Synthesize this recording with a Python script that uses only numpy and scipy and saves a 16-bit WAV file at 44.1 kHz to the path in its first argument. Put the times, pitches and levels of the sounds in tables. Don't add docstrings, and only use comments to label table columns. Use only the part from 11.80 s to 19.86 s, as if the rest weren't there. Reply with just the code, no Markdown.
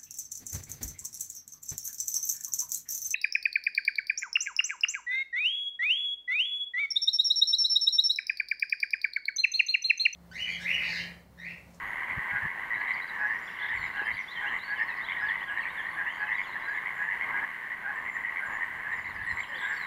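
import sys
import numpy as np
from scipy import signal
from scipy.fft import rfft, irfft
from scipy.io import wavfile
from scipy.ndimage import uniform_filter1d, map_coordinates

SR = 44100
rng = np.random.default_rng(int(sys.argv[2]) if len(sys.argv) > 2 else 0)


def pcm_store(signal):
    levels = np.round(np.clip(np.atleast_2d(signal), -1, 1) * 32767)
    wavfile.write(sys.argv[1], SR, levels.astype(np.int16).T)


N = 355446
TIME = np.arange(N) / SR

# (time [s], wait until the trill [s], throat pitch [Hz], level [dB])
DEEP_CROAKS = [(0.521, 0.1, 1641, -33), (0.97, 0.082, 1680, -39), (1.4, 0.093, 1675, -30),
               (1.807, 0.091, 1677, -38), (2.162, 0.093, 1652, -33), (2.626, 0.064, 1655, -33.5),
               (2.888, 0.093, 1669, -33), (3.411, 0.056, 1662, -32.5), (3.68, 0.082, 1656, -34.5),
               (4.175, 0.07, 1659, -33.5), (4.4, 0.088, 1685, -32.5), (4.878, 0.062, 1640, -34),
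               (5.178, 0.08, 1658, -34.5), (5.538, 0.076, 1630, -32), (6.045, 0.11, 1647, -34),
               (6.605, 0.09, 1598, -37.5), (7.051, 0.052, 1698, -36), (7.828, 0.065, 1653, -34.5),
               (7.899, 0.078, 1626, -37.5)]
# (time [s], wait until the second [s], pulses in the first [count],
# first pitch [Hz], second pitch [Hz], first level [dB], second level [dB])
TWO_NOTE_CROAKS = [(0.175, 0.12, 8, 1963, 2114, -36.5, -30.5), (0.381, 0.091, 6, 1930, 2080, -36.5, -39),
                   (0.488, 0.068, 3, 2090, 2090, -36, -39), (0.63, 0.048, 5, 1830, 2060, -37.5, -34),
                   (.735, .083, 6, 1850, 1950, -40, -41), (0.902, 0.11, 7, 2026, 2050, -31.5, -32),
                   (1.068, 0.095, 6, 2060, 2120, -29, -35), (1.312, 0.096, 7, 1860, 1990, -39, -41),
                   (1.441, 0.091, 8, 1924, 1930, -35.5, -31.5), (1.786, .15, 9, 2000, 2090, -35, -30),
                   (1.885, .14, 6, 1952, 2080, -34, -30), (2.275, .1, 5, 2010, 2120, -31.5, -33.5),
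                   (2.552, .1, 7, 1914, 2020, -35.5, -37), (2.65, 0.077, 4, 1904, 2030, -36, -29.5),
                   (2.92, .075, 6, 2050, 2130, -40, -36), (2.998, .088, 4, 1810, 1930, -30, -33.5),
                   (3.164, .119, 6, 1990, 2110, -34.5, -30), (3.342, .14, 7, 1890, 1910, -35, -33.5),
                   (3.507, .096, 6, 1994, 1976, -32, -35), (3.77, 0.08, 4, 1846, 1945, -31.5, -35),
                   (3.9, 0.063, 7, 2124, 2150, -44, -47), (3.972, 0.08, 5, 1806, 1940, -33.5, -34),
                   (4.17, .09, 6, 1880, 1950, -38, -31), (4.478, .101, 9, 1966, 2060, -31, -28.5),
                   (4.743, .075, 4, 1785, 1900, -35.5, -38), (4.945, .11, 5, 2030, 2070, -34, -32.5),
                   (5.202, .083, 6, 1850, 1880, -38, -31), (5.3, .107, 5, 1992, 2110, -32, -30),
                   (5.47, .09, 5, 2024, 2110, -38.5, -33), (5.815, .087, 6, 1820, 1960, -39, -34),
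                   (6.25, .1, 6, 2040, 1980, -35, -39), (6.335, 0.098, 7, 1890, 2014, -39.5, -32),
                   (6.446, 0.11, 7, 2007, 2110, -34.5, -31), (6.731, 0.074, 6, 1786, 1905, -36, -30.5),
                   (6.975, .14, 4, 1790, 1914, -40.5, -36), (7.15, 0.091, 5, 2006, 2056, -36.5, -35),
                   (7.345, .066, 7, 1746, 1830, -39, -35), (7.462, .106, 6, 1950, 2100, -31, -30.5),
                   (7.7, .107, 8, 1850, 2020, -37.5, -36), (7.83, 0.076, 5, 2035, 2040, -38, -41)]
# (multiple of the throat pitch [ratio], level [dB])
THROAT_PARTIALS = [(1 / 2, -18.5), (1, 0), (3 / 2, -28), (1.3, -31)]
# (frequency [Hz], level [dB])
CHORUS_UPPER_COLOUR = [(900, -83), (1400, -12.5), (1550, 3), (1700, 1), (1950, 8.5), (2150, 3.5),
                       (2300, -6.5), (2500, -16.5), (2900, -14), (3200, -19), (3500, -27.5), (4100, -29),
                       (5200, -40), (8000, -38)]
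CHORUS_LOWER_COLOUR = [(300, -12.5), (560, -13.5), (700, -8.5), (820, -3.5), (950, 1.5), (1090, 5),
                       (1200, -1.5), (1350, -7.5), (2400, -105)]
# (time [s], level [dB])
CHORUS_UPPER_LEVEL = [(0.0, -33), (0.58, -32.5), (0.87, -34.5), (1.8, -36), (2.04, -34), (2.47, -37),
                      (3.57, -35.5), (4.29, -36.5), (4.4, -35.5), (4.53, -37.5), (5.46, -32.5), (5.63, -33),
                      (5.86, -37), (6.64, -35), (6.91, -35), (7.34, -36.5), (7.65, -36), (8.06, -32)]
CHORUS_LOWER_LEVEL = [(0.0, -45), (1.17, -46), (1.28, -51.5), (1.39, -44.5), (1.71, -50.5), (2.31, -45),
                      (2.36, -52.5), (2.76, -42.5), (2.83, -53), (3.01, -46.5), (5.41, -46.5), (5.5, -41),
                      (5.63, -42), (5.74, -52), (6.2, -46), (6.64, -48.5), (6.71, -40.5), (6.82, -46),
                      (6.89, -48), (8.06, -47)]
# (time [s], length [s], start pitch [Hz], end pitch [Hz], level [dB])
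ACCENTS = [(0.0, 0.19, 11850, 10100, -74.5), (0.942, 0.021, 3770, 4200, -60), (0.97, .018, 3650, 4400, -66),
           (0.999, 0.03, 5100, 3600, -65), (1.071, 0.034, 3700, 4200, -61), (1.105, 0.017, 3540, 4400, -57),
           (1.133, 0.028, 5000, 3550, -61.5), (1.237, 0.02, 3600, 4400, -64),
           (1.211, 0.024, 3700, 4230, -56.5), (1.274, 0.032, 5050, 3600, -60.5),
           (1.34, .02, 5400, 6400, -74), (1.462, 0.024, 5300, 6400, -69.5),
           (1.587, .018, 5420, 6450, -67.5), (1.673, 0.032, 3700, 2560, -55.5),
           (1.97, 0.13, 4470, 3600, -59), (2.138, .03, 2880, 2613, -53), (2.16, 0.018, 2600, 3400, -54),
           (2.175, 0.028, 3350, 2688, -52.5), (2.226, 0.029, 2570, 3100, -50),
           (2.243, 0.04, 3100, 3200, -50.5), (2.234, 0.05, 10800, 10330, -72),
           (2.311, .07, 11300, 10270, -75), (2.323, 0.033, 4200, 4767, -63),
           (2.367, 0.023, 4200, 3406, -66), (2.375, 0.0434, 6100, 5670, -70),
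           (2.474, 0.057, 3310, 4234, -53.5), (2.528, 0.015, 4600, 2960, -53),
           (2.556, 0.034, 3324, 2960, -46.5), (2.659, 0.039, 2603, 3280, -45.5),
           (2.784, .018, 4640, 3390, -57), (2.797, 0.056, 3740, 4600, -57),
           (2.826, 0.094, 4420, 4500, -62.5), (2.88, 0.0275, 3000, 3964, -65),
           (2.958, 0.04, 3230, 2655, -48.5), (2.975, 0.016, 5300, 4300, -67),
           (2.994, 0.014, 5270, 4300, -66), (3.02, 0.024, 4900, 5300, -69), (3.074, 0.046, 4490, 3600, -62),
           (3.083, .05, 2750, 2450, -53), (3.168, 0.018, 5450, 4200, -68), (3.193, .018, 4900, 4000, -65),
           (3.206, 0.048, 3500, 4010, -56.5), (3.243, 0.042, 2910, 3900, -54),
           (3.273, 0.035, 2850, 3720, -50.5), (3.311, .035, 2730, 3600, -49.5),
           (3.404, 0.034, 4900, 5250, -67), (3.46, .045, 4750, 3700, -67),
           (3.483, 0.026, 3650, 2680, -49.5), (3.601, 0.04, 2650, 3460, -53), (3.63, .035, 5070, 4600, -76),
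           (3.68, 0.034, 3340, 2615, -51), (3.766, 0.03, 4130, 3700, -62), (3.803, 0.037, 3400, 2510, -52),
           (3.871, 0.044, 3200, 3900, -58), (3.91, .15, 11170, 10840, -73.5),
           (3.966, 0.059, 3760, 2724, -54), (4.068, .14, 11060, 10950, -74),
           (4.105, 0.025, 4500, 3700, -67), (4.142, .025, 3880, 3000, -61), (4.265, 0.04, 2600, 3100, -48),
           (4.3, 0.033, 3040, 3210, -52), (4.33, .075, 3160, 3200, -62), (4.32, .03, 6100, 7100, -75),
           (4.344, .028, 7150, 6400, -73.5), (4.33, 0.023, 4730, 4350, -73), (4.572, .03, 4700, 4200, -70),
           (4.605, .035, 4900, 5000, -74), (4.387, 0.066, 4830, 3800, -68.5),
           (4.465, 0.028, 3090, 2500, -49), (4.519, 0.042, 3250, 3950, -58), (4.54, 0.041, 7900, 7000, -76),
           (4.632, 0.047, 3700, 2600, -54), (4.716, 0.028, 3600, 4200, -63),
           (4.659, 0.049, 4600, 3750, -65), (4.696, 0.019, 4100, 4350, -69), (4.797, 0.02, 5140, 4500, -68),
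           (4.8, .025, 3200, 3450, -60), (4.823, 0.048, 3960, 4070, -62), (4.88, 0.028, 4840, 4528, -69),
           (4.92, 0.027, 4210, 3570, -63), (6.297, 0.082, 7070, 7350, -67.5),
           (6.574, 0.079, 11170, 10600, -71), (7.122, 0.027, 4180, 3450, -67),
           (7.34, .035, 10100, 10700, -75), (7.42, .06, 10130, 10500, -74), (7.47, 0.079, 10300, 9900, -76),
           (7.488, 0.042, 4190, 3900, -59), (7.61, .09, 10000, 11030, -78), (7.632, 0.015, 3400, 2570, -47),
           (7.725, 0.09, 11400, 10100, -75), (7.92, 0.038, 5460, 3620, -68), (7.945, .022, 5900, 3800, -68),
           (7.962, 0.019, 5800, 3800, -64), (7.955, 0.025, 2864, 3940, -65),
           (7.958, 0.099, 4600, 3720, -55)]
# (time [s], length [s], pitch [Hz], level [dB])
QUAVERS = [(1.756, 0.159, 3560, -51.5), (7.714, 0.16, 3560, -48.5)]
# (time [s], length [s], settled pitch [Hz], level [dB])
WHISTLES = [(0, 0.15, 6600, -97), (1.578, 0.12, 7100, -94), (1.93, 0.14, 7180, -88),
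            (2.42, 0.137, 6800, -103), (3.66, 0.15, 7850, -99), (3.79, .2, 8030, -100),
            (3.93, 0.11, 6700, -100), (6.147, 0.17, 7240, -97), (4.095, 0.13, 8000, -102),
            (4.27, 0.1, 6750, -97), (4.552, 0.12, 6760, -98), (4.86, 0.12, 6850, -96),
            (5.142, 0.14, 7000, -93), (6.647, 0.13, 7000, -88), (6.806, 0.065, 7770, -96),
            (6.886, 0.12, 7360, -99), (7.107, 0.13, 7090, -88), (7.461, 0.17, 7380, -84),
            (7.796, 0.19, 7440, -80.5)]
# (start [s], end [s], figure to figure [s], level [dB])
REFRAINS = [(1.709, 2.45, 0.177, -67), (7.174, 7.72, .169, -66)]
# (share of the way through [ratio], length [s], start [Hz], end [Hz], level [dB])
FIGURE = [(-.02, 0.0314, 5320, 4640, -2), (0.384, 0.028, 3680, 4770, 1), (0.525, .024, 3400, 4400, 2),
          (0.71, .03, 4320, 3530, 4.5)]
# (time [s], length [s], level [dB])
RATTLES = [(1.078, .05, -74), (1.32, .06, -77), (2.608, .055, -76), (2.713, .06, -68)]
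# (start [s], end [s], middle pitch [Hz], level [dB])
FAR_SONGS = [(0.91, 1.3, 3620, -66), (1.295, 1.7, 5560, -71), (1.651, 3.4, 3465, -60.5),
             (2.302, 2.8, 6400, -74.5), (3.404, 4.3, 3322, -59.5), (4.305, 4.93, 3630, -62.5),
             (4.305, 4.65, 6800, -77), (7.102, 8.06, 3390, -68)]
# (time [s], level [dB])
TWIG_TICKS = [(3.51, -51), (5.024, -52)]
# (time of peak [s], length [s], level [dB])
GUSTS = [(0.039, 0.123, -55), (0.317, 0.033, -46), (0.38, 0.0266, -36), (0.545, 0.046, -46),
         (0.646, 0.037, -41), (0.96, 0.039, -58), (1.16, 0.021, -57), (2, 0.14, -49.5), (2.343, 0.08, -55),
         (3.45, 0.36, -66), (6.97, 0.15, -59), (7.37, 0.44, -54.5), (7.528, 0.024, -48)]
# (frequency [Hz], level [dB])
AIR_COLOUR = [(25, -32), (90, -10), (190, 1), (300, -4.8), (450, -6.5), (650, -6), (1500, -7), (3000, -13),
              (5500, -29.5), (7000, -26.5), (8500, -31), (10300, -24), (12500, -26.5), (15600, -29)]

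FIRST_RISE_S, SECOND_RISE_S, DEEP_RISE_S = .0032, .0029, .0035
PULSE_GLIDE = -.035
TRILL_RISE, PULSE_SCATTER = .035, .014
DEEP_STEP, DEEP_TRILL_DB = 1.085, 1
BUZZ_SHARE, BUZZ_FADE_S = .76, .032
BUZZ_RISE, BUZZ_PULSES_PER_S = .055, 139
FIRST_PULSES_PER_S, SECOND_PULSES_PER_S, SECOND_PULSES = 110, 92, 4
CRESCENDO_DB, SECOND_LEAD_DB, SECOND_FADE_DB = 4.5, .5, 3
ANSWER_DB, ANSWER_SPREAD_S = -9, .035
ANSWER_LOW_HZ, ANSWER_HIGH_HZ = 1720, 2160
SEDGE_DB, SEDGE_DECAY_S = -7.5, .008
FROG_ECHO_DB = -8
QUAVERS_PER_S, WHISTLE_SWELL_DB = 29, 4.5
SWEEPS_PER_S, SWEEP_S, SWEEP_SPAN = 13, .037, .277
SONG_OCTAVES, SONG_DB_PER_OCTAVE = .62, -27
RATTLE_TICKS_PER_S, RATTLE_TICK_S = 85, .008
RATTLE_TOP_HZ, RATTLE_END_HZ = 8400, 6400
BIRD_BLUR_S, BIRD_BLUR_DB, BIRD_ECHO_S, BIRD_ECHO_DB = .13, -6, .85, -5
CALM_DB = -73.5
AIR_DB = -56.8
CUTOFF_HZ = 15650


def from_db(db):
    return 10 ** (np.asarray(db) / 20)


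def rms_one(x):
    return x / np.sqrt(np.mean(x ** 2) + 1e-20)


def seconds(length_s):
    return np.arange(int(length_s * SR)) / SR


def level_curve(rows):
    s, db = np.transpose(rows)
    return np.interp(TIME, s, db)


def add(out, s, sound):
    start = int(np.clip(round(s * SR), 0, N))
    out[start:start + len(sound)] += sound[:N - start]


def coloured(x, spectrum):
    hz, db = np.transpose(spectrum)
    bins = np.maximum(np.arange(N // 2 + 1) * SR / N, 1)
    gain = from_db(np.interp(np.log(bins), np.log(hz), db))
    return rms_one(irfft(rfft(x) * gain, N))


def band(x, low_hz, high_hz):
    sos = signal.butter(2, [low_hz, min(high_hz, .45 * SR)], "band", fs=SR, output="sos")
    return signal.sosfilt(sos, x)


def wander(t, per_s):
    return map_coordinates(rng.standard_normal(256), [t * per_s], order=2, mode="wrap")


def swell(t, edge):
    return signal.windows.tukey(len(t), np.clip(edge, 0, 1))


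def forest(x, t60_s, delay_s):
    t = seconds(1)
    echoes = rng.standard_normal(SR) * from_db(-60 * t / t60_s) * (1 - np.exp(-t / delay_s))
    return signal.fftconvolve(x, echoes / np.sqrt(np.sum(echoes ** 2)))[:N]


def throat(turns):
    partials = [from_db(db) * np.sin(2 * np.pi * (k * turns + rng.random())) for k, db in THROAT_PARTIALS]
    return np.sqrt(2) * sum(partials)


def pulse(hz, rise_s, glide):
    t = seconds(.016)
    age = t / rise_s
    outline = (age * np.exp(1 - age)) ** 2.5
    return outline * throat(hz * t * (1 + glide * (age / 2 - 1)))


def sedge(note):
    t = np.arange(SR // 25) / SR
    paths = rng.standard_normal(len(t)) * np.exp(-t / SEDGE_DECAY_S)
    reflected = signal.fftconvolve(note, paths / np.linalg.norm(paths))[:len(note)]
    return rms_one(note + from_db(SEDGE_DB) * reflected) * np.std(note)


def trill(hz, db, per_s, rise_s, growth_db, count, lead_db=0):
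    out = np.zeros(SR // 4)
    for k, (size_db, pitch, width_db) in enumerate(rng.standard_normal((count, 3))):
        along = (k + .5) / count - .5
        pulse_hz = hz * (1 + TRILL_RISE * along + PULSE_SCATTER * pitch)
        sound = pulse(pulse_hz, rise_s * from_db(width_db), PULSE_GLIDE)
        pulse_db = db + growth_db * along + size_db + lead_db * (k == 0)
        add(out, (k + .5) / per_s - rise_s, sound * from_db(pulse_db))
    return sedge(out)


def buzz(length_s, hz, db, depth, rough):
    t = seconds(length_s + 2 * BUZZ_FADE_S)
    pitch = hz * (1 + BUZZ_RISE * (t / t[-1] - .5) + rough * wander(t, per_s=132))
    throb = 1 + depth * np.sin(2 * np.pi * BUZZ_PULSES_PER_S * t + wander(t, per_s=68))
    outline = np.sin(np.pi * t / t[-1]) ** 2
    return from_db(db) * outline * throb * throat(np.cumsum(pitch) / SR)


def deep_frog():
    out = np.zeros(N)
    for s, wait, hz, db in DEEP_CROAKS:
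        opening = sedge(buzz(BUZZ_SHARE * wait, hz, db, depth=.46, rough=.016))
        ending = trill(hz * DEEP_STEP, db + DEEP_TRILL_DB, per_s=104, rise_s=DEEP_RISE_S,
                       growth_db=4.5, count=4)
        add(out, s - BUZZ_FADE_S, opening)
        add(out, s + wait, ending)
    return out


def two_note_frogs(croaks):
    out = np.zeros(N)
    for s, wait, count, first_hz, second_hz, first_db, second_db in croaks:
        first = trill(first_hz, first_db, FIRST_PULSES_PER_S, FIRST_RISE_S, CRESCENDO_DB,
                      count=int(round(count)))
        second = trill(second_hz, second_db, SECOND_PULSES_PER_S, SECOND_RISE_S, -SECOND_FADE_DB,
                       count=SECOND_PULSES, lead_db=SECOND_LEAD_DB)
        add(out, s, first)
        add(out, s + wait, second)
    return out


def answering_frogs():
    answers = []
    for s, wait, count, first_hz, second_hz, first_db, _ in TWO_NOTE_CROAKS:
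        late, height = rng.random(2)
        when = s + ANSWER_SPREAD_S * (2 * late - 1)
        hz = ANSWER_LOW_HZ + height * (ANSWER_HIGH_HZ - ANSWER_LOW_HZ)
        db = first_db + ANSWER_DB
        answers.append((when, wait, count, hz, hz * second_hz / first_hz, db, db))
    return two_note_frogs(answers)


def far_frogs(count, per_s, length_s, blur):
    power = np.zeros(N)
    for start, speed, size, long in rng.random((count, 4)):
        t = seconds(length_s * (.5 + long))
        train = np.sin(np.pi * per_s * (.8 + .5 * speed) * t) ** 8
        add(power, start * N / SR, from_db(13 * size) * swell(t, edge=.5) * train)
    power /= uniform_filter1d(power, size=2600) + 1e-2
    return np.sqrt(np.abs(power) + abs(blur)) * rng.standard_normal(N)


def chorus(upper_db, lower_db):
    voices = far_frogs(count=170, per_s=98, length_s=.13, blur=.9)
    upper = from_db(level_curve(CHORUS_UPPER_LEVEL) + upper_db) * coloured(voices, CHORUS_UPPER_COLOUR)
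    lower = from_db(level_curve(CHORUS_LOWER_LEVEL) + lower_db) * coloured(voices, CHORUS_LOWER_COLOUR)
    return upper + lower


def bird_note(t, hz, db, edge, flutter_db):
    strength = from_db(db + flutter_db * wander(t, per_s=89.5)) * swell(t, edge)
    return np.sqrt(2) * strength * np.sin(2 * np.pi * np.cumsum(hz) / SR)


def sweep(length_s, from_hz, to_hz, db):
    t = seconds(length_s)
    along = (t / length_s) ** np.exp(.221 * rng.standard_normal())
    hz = from_hz * (to_hz / from_hz) ** along * (1 + .0109 * wander(t, per_s=110))
    return bird_note(t, hz, db, edge=.28, flutter_db=3.5)


def accents(level_db):
    out = np.zeros(N)
    for s, length, from_hz, to_hz, db in ACCENTS:
        add(out, s, sweep(length, from_hz, to_hz, db + level_db))
    return out


def quavers(depth_hz, scoop_hz, glide_s):
    out = np.zeros(N)
    for s, length, hz, db in QUAVERS:
        t = seconds(length)
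        zigzag = depth_hz * signal.sawtooth(2 * np.pi * QUAVERS_PER_S * t + np.pi / 2, width=.5)
        pitch = hz + zigzag - scoop_hz * np.exp(-t / glide_s)
        add(out, s, bird_note(t, pitch, db, edge=.29, flutter_db=-3))
    return out


def whistles(level_db, drop_hz, glide_s):
    out = np.zeros(N)
    for s, length, hz, db in WHISTLES:
        t = seconds(length)
        pitch = hz + drop_hz * np.exp(-t / glide_s) + 18 * wander(t, per_s=106)
        growing_db = db + level_db + WHISTLE_SWELL_DB * (t / length - .5)
        add(out, s, bird_note(t, pitch, growing_db, edge=.11, flutter_db=4))
    return out


def refrains():
    out = np.zeros(N)
    for start, end, period, db in REFRAINS:
        for s in np.arange(start, end, period):
            for share, length, from_hz, to_hz, own_db in FIGURE:
                add(out, s + share * period, sweep(length, from_hz, to_hz, db + own_db))
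    return out


def rattles():
    out = np.zeros(N)
    for start, length, db in RATTLES:
        for s in np.arange(start, start + length, 1 / RATTLE_TICKS_PER_S):
            add(out, s, sweep(RATTLE_TICK_S, RATTLE_TOP_HZ, RATTLE_END_HZ, db))
    return out


def far_warble(level_db):
    out = np.zeros(N)
    for start, end, middle_hz, db in FAR_SONGS:
        for k, (late, height, long) in enumerate(rng.random((40, 3))):
            s = start + (k + .5 * late) / SWEEPS_PER_S
            octaves = SONG_OCTAVES * (height - .5)
            hz = middle_hz * 2 ** octaves
            slide = np.exp((-1) ** k * SWEEP_SPAN / 2)
            sweep_db = db + level_db + SONG_DB_PER_OCTAVE * octaves
            if s < end:
                add(out, s, sweep(SWEEP_S * (.5 + long), hz / slide, hz * slide, sweep_db))
    return out


def far_hoot(s, length_s, from_hz, to_hz, db):
    out, t = np.zeros(N), seconds(length_s)
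    hz = np.geomspace(from_hz, to_hz, len(t)) * (1 + .07 * wander(t, per_s=300))
    add(out, s, bird_note(t, hz, db, edge=.23, flutter_db=6))
    return .5 * out + forest(out, t60_s=.15, delay_s=.0026)


def tap(s, db, decay_s):
    out, t = np.zeros(N), np.arange(SR // 10) / SR
    knock = band(rng.standard_normal(len(t)) * np.exp(-t / decay_s), low_hz=224, high_hz=895)
    add(out, s, from_db(db) * rms_one(knock))
    return out


def twigs(decay_s):
    out, t = np.zeros(N), np.arange(SR // 20) / SR
    for s, db in TWIG_TICKS:
        crack = band(rng.standard_normal(len(t)) * np.exp(-t / decay_s), low_hz=1500, high_hz=7000)
        add(out, s, from_db(db) * crack)
    return out


def wind(low_hz, high_hz):
    puffs = sum(from_db(db) * np.exp(-(2 * (TIME - s) / length) ** 2) for s, length, db in GUSTS)
    eddies = rms_one(band(rng.standard_normal(N), low_hz, high_hz))
    return band((from_db(CALM_DB) + puffs) * eddies, low_hz=33, high_hz=300)


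def still_air():
    return from_db(AIR_DB) * coloured(rng.standard_normal(N), AIR_COLOUR)


def scene():
    frogs = deep_frog() + from_db(.83) * (two_note_frogs(TWO_NOTE_CROAKS) + answering_frogs())
    frog_echo = from_db(FROG_ECHO_DB) * forest(frogs, t60_s=.25, delay_s=.0013)
    near_frogs = from_db(2) * (frogs + frog_echo)
    far_chorus = chorus(upper_db=-4.5, lower_db=.55)

    song = accents(level_db=1) + quavers(depth_hz=322, scoop_hz=788, glide_s=.05)
    song += whistles(level_db=19.5, drop_hz=618, glide_s=.025) + refrains() + rattles()
    all_song = song + far_warble(level_db=2)
    blur = from_db(BIRD_BLUR_DB) * forest(all_song, BIRD_BLUR_S, delay_s=.00022)
    echo = from_db(BIRD_ECHO_DB) * forest(all_song, BIRD_ECHO_S, delay_s=.0074)

    small = far_hoot(s=7.67, length_s=.16, from_hz=640, to_hz=408, db=-56)
    small += tap(s=2.217, db=-52.5, decay_s=.0042) + twigs(decay_s=.0015)
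    air = wind(low_hz=37.5, high_hz=143) + still_air()
    return (near_frogs + far_chorus + song + blur + echo + small + air)[None]


def record(dry):
    return signal.sosfilt(signal.ellip(14, .1, 70, CUTOFF_HZ, fs=SR, output="sos"), dry)


dry = scene()
out = record(dry)
pcm_store(out)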